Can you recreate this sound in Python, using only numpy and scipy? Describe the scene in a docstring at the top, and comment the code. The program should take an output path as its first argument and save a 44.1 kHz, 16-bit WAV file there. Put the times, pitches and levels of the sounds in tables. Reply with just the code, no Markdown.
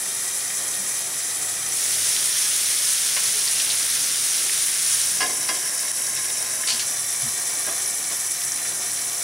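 """Food fries in a pan: steam bubbles burst and ring, water drops spit in the oil. Tongs lift the enamel
plate that serves as a lid and the sizzle opens up; the plate clanks back and the hiss rings again in the
hollow beneath it. The wooden tongs clatter to the ground. The wood fire under the pan murmurs and snaps.
Dull knocks and thuds nearby, faint drones far off, a short echo from the yard walls."""
import sys
import numpy as np
from scipy import signal
from scipy.fft import rfft, irfft, next_fast_len
from scipy.io import wavfile
from scipy.ndimage import map_coordinates

SR = 44100
rng = np.random.default_rng(int(sys.argv[2]) if len(sys.argv) > 2 else 0)


def int16_out(signal):
    """Quantize to a 16-bit WAV file."""
    q = np.round(np.clip(np.atleast_2d(signal).T, -1, 1) * 32767)
    wavfile.write(sys.argv[1], SR, q.astype(np.int16))


N = 407043
TIME_S = np.arange(N) / SR
FFT_SIZE = next_fast_len(N + SR)
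GRID_HZ = np.fft.rfftfreq(FFT_SIZE, 1 / SR)
TOP_HZ = 15780

# Yard decay (frequency [Hz], t60 [s])
YARD_DECAY = [(200, 0.28), (2000, 0.083), (10000, 0.022)]
# Echo colour (frequency [Hz], gain [dB])
ECHO_SPECTRUM = [(30, -33), (120, -24.5), (300, -15), (1000, -7.5), (2000, -11.5), (6000, -19.5),
                 (10000, -12.5), (12000, -33.5)]
# Far drones (start [s], end [s], frequency [Hz], width [Hz], level [dB])
DRONES = [(-1, 10, 137.2, 20, -57.5), (-1, 10, 104, 4.8, -61), (-1, 10, 381, 8.3, -61),
          (1.37, 2.15, 104, 6, -54), (1.2, 1.93, 762, 36, -52)]
# Soft thuds (time [s], level [dB], frequency [Hz], length [s])
THUDS = [(.76, -44.5, 191, 0.09), (3.329, -44, 430, 0.073), (5.08, -47.5, 190, 0.14),
         (6.707, -44, 233, 0.085), (7.219, -35.5, 132, 0.051), (7.225, -43, 236, 0.081),
         (7.25, -45, 101, .06)]
# Wood impacts: nearby knocks, dropped tongs (time [s], level [dB], t60 [s])
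KNOCKS = [(3.168, -34, 0.15), (6.74, -43, 0.37), (7.669, -30, 0.17), (7.683, -30, 0.24),
          (8.11, -34.5, 0.22)]
TONG_HITS = [(6.673, -19, 0.08), (6.685, -17.5, 0.16), (6.702, -19.5, 0.098), (6.716, -23.5, 0.42),
             (6.7935, -20.5, 0.15)]
# Spectra: knocked wood, tongs, flames, scraped rim (frequency [Hz], relative density [dB])
KNOCK_SPECTRUM = [(40, -40), (100, -21), (200, -7), (480, -6), (670, 3.5), (880, -10.5), (1100, 0),
                  (1350, -13), (1650, -3), (2700, -13), (3550, -9), (4500, -26), (9000, -34)]
TONG_SPECTRUM = [(150, -27), (700, -18), (2200, -10.5), (3000, -2), (3600, -6.5), (4500, 1), (6000, -4),
                 (8000, -5), (14000, -34)]
FLAME_SPECTRUM = [(20, -27), (50, -9), (70, -7), (105, -9), (135, -8.5), (165, -0.5), (230, -0.5), (400, 1),
                  (700, 1), (1100, -5), (2500, -7), (8000, -59)]
RIM_SPECTRUM = [(50, -40), (150, -18), (400, -21), (1000, -1), (2000, 10), (3800, 2), (5200, 12.5),
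                (7000, -11), (14000, -25)]
# Firewood snaps (time [s], level [dB], frequency [Hz], width [Hz], t60 [s])
SNAPS = [(2.164, -16, 3880, 3000, 0.025), (3.165, -23, 2300, 3200, 0.14), (3.476, -17.5, 4970, 2000, 0.036),
         (3.598, -20, 3600, 2500, 0.075), (3.699, -19, 4000, 1500, 0.13), (4.495, -22, 2110, 1000, 0.027),
         (6.635, -22, 1810, 500, 0.024), (8.651, -26, 1840, 450, .04)]
# Lid landing and rocking to rest (time [s], ring level [dB], scrape level [dB])
LID_CONTACTS = [(5.205, -26, -20), (5.217, -25, -27), (5.228, -26, -27), (5.29, -40, -42),
                (5.488, -27, -22.5), (5.497, -31, -38), (5.544, -40, -37)]
# Enamel plate modes (frequency [Hz], relative level [dB], t60 [s])
LID_MODES = [(338, -10, 0.15), (370, -15, 0.2), (696, -3.5, 0.15), (736, -1, 0.23), (1037, 1.5, 0.21),
             (1136, -8.5, 0.14), (1283, -6, 0.09), (1670, 4, 0.11), (1731, -7, 0.2), (2088, -2, 0.22),
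             (2830, -5, 0.11), (3275, -8, 0.34), (4700, -17, .11), (4915, -1, 0.14)]
# Loudest oil spits (time [s], level [dB], frequency [Hz], width [Hz])
SPITS = [(2.258, -10, 9000, 4000), (2.934, -11, 9000, 4000), (4.863, -10.5, 9400, 1300),
         (5.792, -13, 5800, 1600), (5.914, -13, 10100, 1200), (6.067, -14, 5800, 1200),
         (6.151, -12.5, 8400, 3500), (7.221, -12, 10000, 900), (7.876, -13, 9800, 1500),
         (7.907, -15.5, 9000, 2500), (8.449, -14, 9800, 1200), (8.520, -14.5, 6300, 1600)]
# Sizzle swells as the lid lifts and before it lands, then eases slightly (time [s], level change [dB])
SIZZLE_SHIFTS = [(1.72, 1.14), (4.74, 1.5), (5.68, -0.23)]
# Sizzle spectra, lid off and on (frequency [Hz], relative density [dB])
OPEN_SPECTRUM = [(200, -44), (900, -23), (1400, -13.5), (2050, -9), (2650, -11), (3400, -7), (4600, -7.5),
                 (5700, -2), (7000, -5), (8200, -4.5), (9200, 0.5), (10000, -0.5), (11000, -8),
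                 (12500, -14), (16000, -17.5)]
COVERED_SPECTRUM = [(200, -29.5), (900, -23.5), (1800, -14.5), (2750, -17.5), (4400, -15.5), (5200, -9.5),
                    (5850, -3.5), (6850, -6.5), (7750, -1.5), (8550, -6), (9300, -0.6), (10100, 0),
                    (11000, -7.5), (12400, -14.5), (16000, -19.5)]
# Air modes under the lid, per seating (frequency [Hz], width [Hz], relative level [dB])
FIRST_AIR_MODES = [(714, 100, -14), (1220, 190, -12), (1907, 150, -5), (2400, 73, -7.5), (3200, 120, -10),
                   (3760, 210, -9.5), (4230, 160, -10.5), (4960, 160, -9), (6000, 200, -7),
                   (7790, 360, -8.5)]
LANDED_AIR_MODES = [(673, 85, -10), (1060, 62, -8), (1676, 110, -5), (2110, 250, -7), (2680, 50, -10.5),
                    (3070, 55, -8), (3840, 170, -8.5), (5600, 430, -0.5), (9200, 220, -2)]
SETTLED_AIR_MODES = [(705, 58, -9.5), (1046, 23, -11), (1174, 69, -11), (1835, 265, -8), (2284, 54, -4.5),
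                     (3090, 160, -13.5), (3560, 76, -7), (4070, 80, -6.5), (5800, 430, -2),
                     (7700, 160, -9.5)]

WEDGE_S, LIFT_S, LID_AWAY_S, LAND_S, SETTLE_S = 0.86, 1.69, 3.5, 5.23, 6.75  # lid timeline
TREBLE_TAU_S, LOW_TAU_S = 0.11, 0.23  # gap opening, per band


def amp(db):
    """Decibels to gain."""
    return 10 ** (np.asarray(db) / 20)


def unit(x):
    """Scale to rms 1."""
    return x / np.sqrt(np.mean(x ** 2) + 1e-20)


def along(points, hz=GRID_HZ):
    """Interpolate (frequency [Hz], value) points on a log axis."""
    knots_hz, values = np.transpose(points)
    return np.interp(np.log(hz + 1), np.log(knots_hz + 1), values)


def wobble(rate_hz):
    """Smooth random curve, rate_hz knots a second."""
    return map_coordinates(rng.standard_normal(int(N * rate_hz / SR) + 4), [TIME_S * rate_hz])


def swell(start_s, rise_s, tau_s):
    """Linear rise to 1, exponential decay."""
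    age_s = TIME_S - start_s
    return np.clip(age_s / rise_s, 0, 1) * np.exp(-np.maximum(age_s - rise_s, 0) / tau_s)


def resonance(centre_hz, width_hz, hz=GRID_HZ):
    """Resonator gain, 1 at the centre."""
    return np.abs(hz * width_hz / (centre_hz ** 2 - hz ** 2 + 1j * hz * width_hz))


def filtered(x, response):
    """Apply a frequency response given on GRID_HZ."""
    return irfft(rfft(x, FFT_SIZE) * response, FFT_SIZE)[..., :N]


def coloured(x, gain):
    """Minimum-phase filter, gain on GRID_HZ."""
    cepstrum = irfft(np.log(np.maximum(gain, 1e-6)), FFT_SIZE)
    cepstrum[1:FFT_SIZE // 2] *= 2
    cepstrum[FFT_SIZE // 2 + 1:] = 0
    return filtered(x, np.exp(rfft(cepstrum)))


def burst(gain_at, t60_s, attack_s=0.0003):
    """0.5 s of decaying noise with spectrum gain_at(hz)."""
    t = TIME_S[:SR // 2]
    gain = gain_at(np.fft.rfftfreq(len(t), 1 / SR))
    noise = irfft(rfft(rng.standard_normal(len(t))) * gain, len(t))
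    return unit(noise) * amp(-60 * t / t60_s) * (1 - np.exp(-t / attack_s))


def band_burst(centre_hz, width_hz, t60_s):
    """Noise burst through two equal resonators."""
    return burst(lambda hz: resonance(centre_hz, width_hz, hz) ** 2, t60_s)


def add(track, time_s, sound):
    """Mix a sound in at time_s."""
    part = track[round(time_s * SR):]
    part[:len(sound)] += sound[:len(part)]


def yard_echo(x, blocks=32, delay_s=0.004):
    """Diffuse wall echo, shorter in the treble; its pattern drifts as the bubbles move about."""
    out, hop = np.zeros(N), N // blocks
    for start in range(-hop, N, hop):
        hz, _, noise = signal.stft(rng.standard_normal(SR // 3), SR, nperseg=256)
        t = np.arange(noise.shape[1]) * 128 / SR
        t60_s = along(YARD_DECAY, hz)[:, None]
        tail = signal.istft(noise * amp(-60 * t / t60_s) / np.sqrt(t60_s), SR, nperseg=256)[1]
        span = np.arange(max(start, 0), min(start + 2 * hop, N))
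        block = x[span] * np.sin(np.pi * (span - start) / (2 * hop))
        add(out, span[0] / SR + delay_s, signal.fftconvolve(block, tail / np.linalg.norm(tail)))
    return out


def drones(fade_s=0.15):
    """Faint, wavering far tones: narrow noise bands."""
    out = np.zeros(N)
    for start_s, end_s, hz, width_hz, db in DRONES:
        tone = unit(filtered(rng.standard_normal(FFT_SIZE), resonance(hz, width_hz) ** 2))
        gate = np.clip(np.minimum(TIME_S - start_s, end_s - TIME_S) / fade_s, 0, 1)
        out += amp(db) * tone * gate
    return out


def thuds(sag=0.15):
    """Soft, heavy bumps: low cycles that swell and sag in pitch."""
    out = np.zeros(N)
    for time_s, db, hz, length_s in THUDS:
        t = TIME_S[:int(length_s * SR)]
        cycles = hz * t * (1 + sag * (1 - t / length_s) / 2)
        add(out, time_s, amp(db) * np.sqrt(2) * np.hanning(len(t)) * np.sin(2 * np.pi * cycles))
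    return out


def wood_hits(hits, spectrum):
    """Struck wood: dense, fast-decaying resonances."""
    out = np.zeros(N)
    for time_s, db, t60_s in hits:
        add(out, time_s, amp(db) * burst(lambda hz: amp(along(spectrum, hz)), t60_s))
    return out


def crackle(count=22, level_db=-27, spread_db=1, centre_hz=3600):
    """Burning wood ticks faintly at random."""
    out = np.zeros(N)
    for when, (size, pitch) in zip(rng.random(count), rng.standard_normal((count, 2))):
        tick = band_burst(centre_hz * np.exp(0.3 * pitch), width_hz=2200, t60_s=0.022)
        add(out, when * N / SR, amp(level_db + spread_db * min(size, 2)) * tick)
    return out


def fire(level_db=-45.5, sway_db=1.1, flicker_db=0.8):
    """Flames murmur unevenly; the wood snaps."""
    flame_db = level_db + sway_db * wobble(4.3) + flicker_db * wobble(14)
    out = amp(flame_db) * unit(coloured(rng.standard_normal(N), amp(along(FLAME_SPECTRUM))))
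    for time_s, db, hz, width_hz, t60_s in SNAPS:
        add(out, time_s, amp(db) * band_burst(hz, width_hz, t60_s))
    return out


def lid_clanks(attack_s=0.0012, roughness=0.45):
    """Each contact scrapes the rim, rings the chattering plate and shakes the pan's iron stand."""
    out, t = np.zeros(N), TIME_S[:SR // 2]
    onset = 1 - np.exp(-t / attack_s)
    for time_s, ring_db, scrape_db in LID_CONTACTS:
        steps = rng.standard_normal((len(LID_MODES), len(t)))
        chatter_cycles = np.cumsum(steps, axis=1) * roughness * np.sqrt(10 / SR)
        ring = sum(amp(db - 60 * t / t60_s) * np.sin(2 * np.pi * (hz * t + drift + rng.random()))
                   for (hz, db, t60_s), drift in zip(LID_MODES, chatter_cycles))
        stand = amp(-15) * band_burst(centre_hz=350, width_hz=350, t60_s=0.87)
        scrape = burst(lambda hz: amp(along(RIM_SPECTRUM, hz)), t60_s=0.13)
        add(out, time_s, amp(ring_db) * (ring + stand) * onset + amp(scrape_db) * scrape)
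    return out


def spits(stray_count=18, stray_db=-20, spread_db=1.5, stray_hz=9700, stray_width_hz=1500):
    """Water drops explode in the oil; lesser strays follow once the wet lid is back."""
    out, strays = np.zeros(N), []
    for when, (size, pitch) in zip(rng.random(stray_count), rng.standard_normal((stray_count, 2))):
        time_s = LAND_S + when * (N / SR - LAND_S)
        strays.append((time_s, stray_db + spread_db * size, stray_hz * np.exp(0.06 * pitch), stray_width_hz))
    for time_s, db, hz, width_hz in list(SPITS) + strays:
        add(out, time_s, amp(db) * band_burst(hz, width_hz, t60_s=0.012))
    return out


def opening(tau_s):
    """Open share of the pan (0-1): grows after the lift, shrinks toward the landing."""
    swing_s = np.maximum(np.minimum(TIME_S - LIFT_S, LAND_S - TIME_S), 0)
    return 1 - np.exp(-swing_s / tau_s)


def frying_db(simmer_db=-26, uncovered_gain_db=2.5):
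    """Steady simmer, louder uncovered, with two swells and a slight easing."""
    shifts_db = sum(db * swell(time_s, rise_s=0.18, tau_s=2.6) for time_s, db in SIZZLE_SHIFTS)
    return simmer_db + uncovered_gain_db * opening(TREBLE_TAU_S) + shifts_db


def ringing_bubbles(count, centre_hz, log_spread, t60_s, gain_db, spread_db):
    """Larger bubbles ring briefly, each at its own pitch."""
    out, t = np.zeros(N), TIME_S[:SR // 50]
    for when, (size, pitch) in zip(rng.random(count), rng.standard_normal((count, 2))):
        hz = min(centre_hz * np.exp(log_spread * pitch), TOP_HZ)
        ring = np.sin(2 * np.pi * hz * t) * amp(-60 * t / t60_s)
        add(out, when * N / SR, amp(gain_db + spread_db * min(size, 2)) * ring)
    return out * amp(frying_db())


def steam_pops(band_rate_hz, spread_db, cap_db, hiss_db, flutter_db, bands=5):
    """Steam bubbles burst over a hiss of tiny ones; each size class has its own band and flurries."""
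    out = np.zeros(N)
    for centre_hz in np.linspace(0, TOP_HZ, bands):
        sizes = amp(np.minimum(spread_db * rng.standard_normal(N), cap_db)) * rng.choice([-1, 1], N)
        pops = unit(sizes * (rng.random(N) < band_rate_hz / SR))
        flurries = amp(flutter_db * (wobble(45) + wobble(260)))
        hiss = amp(hiss_db) * rng.standard_normal(N)
        band = np.sqrt(np.maximum(1 - np.abs(GRID_HZ - centre_hz) * (bands - 1) / TOP_HZ, 0))
        out += filtered((pops + hiss) * flurries, band)
    return unit(out)


def under_lid(pops, air_modes):
    """The hollow under the lid adds its air modes to the muffled sizzle."""
    mode_power = sum((amp(db) * resonance(hz, width_hz)) ** 2 for hz, width_hz, db in air_modes)
    return unit(coloured(pops, np.sqrt(amp(along(COVERED_SPECTRUM)) ** 2 + mode_power)))


def through_gap(pops, split_hz=5040, ajar_share=0.1):
    """Sizzle escaping past the lid: lows leak as tongs wedge it ajar; on the lift, treble opens faster."""
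    low = filtered(pops, 1 / (1 + (GRID_HZ / split_hz) ** 8))
    wedged = ajar_share * np.clip((TIME_S - WEDGE_S) / (LIFT_S - WEDGE_S), 0, 1) * (TIME_S < LID_AWAY_S)
    low_share = np.maximum(opening(LOW_TAU_S), wedged)
    return np.sqrt(opening(TREBLE_TAU_S)) * (pops - low) + np.sqrt(low_share) * low


def sizzle(sway_db=0.18, settling_s=0.1):
    """Frying via free path and hollow: dense, spiky pops at first; sparser, more even with the lid back."""
    dense = steam_pops(band_rate_hz=2200, spread_db=2, cap_db=18, hiss_db=1.5, flutter_db=0.77)
    sparse = steam_pops(band_rate_hz=1300, spread_db=1, cap_db=5.5, hiss_db=1.5, flutter_db=0.94)
    uncovered = steam_pops(band_rate_hz=2200, spread_db=2, cap_db=17, hiss_db=-1, flutter_db=0.8)
    free = through_gap(unit(coloured(uncovered, amp(along(OPEN_SPECTRUM)))))
    settled = np.clip((TIME_S - SETTLE_S) / settling_s, 0, 1)
    reseated = (1 - settled) * under_lid(sparse, LANDED_AIR_MODES)
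    reseated += settled * under_lid(sparse, SETTLED_AIR_MODES)
    hollow = np.where(TIME_S < LID_AWAY_S, under_lid(dense, FIRST_AIR_MODES), reseated)
    hollow *= np.sqrt(1 - opening(TREBLE_TAU_S))
    return amp(frying_db() + sway_db * wobble(7.5)) * (amp(2) * free + amp(0.72) * hollow)


def scene():
    """All sources centred; only the echo differs left to right."""
    pan = ringing_bubbles(600, centre_hz=10020, log_spread=0.045, t60_s=0.014, gain_db=-1.5, spread_db=6)
    pan += ringing_bubbles(350, centre_hz=6130, log_spread=0.055, t60_s=0.022, gain_db=-2.5, spread_db=3.5)
    pan += sizzle() + spits() + lid_clanks()
    direct = pan + fire() + crackle() + wood_hits(TONG_HITS, TONG_SPECTRUM)
    direct += wood_hits(KNOCKS, KNOCK_SPECTRUM) + thuds() + drones()
    echoes = np.array([yard_echo(direct), yard_echo(direct)])
    mid_echo, side = coloured(echoes, amp(along(ECHO_SPECTRUM)))
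    mid = amp(-1.06) * (direct + amp(1.5) * mid_echo)
    dip_db = -7 * swell(start_s=5.917, rise_s=0.003, tau_s=0.016)  # brief dip after one sharp spit
    return np.array([mid + side, mid - side]) * amp(dip_db)


def record(dry):
    """Brick-wall low-pass at TOP_HZ."""
    return filtered(dry, GRID_HZ < TOP_HZ)


dry = scene()
out = record(dry)
int16_out(out)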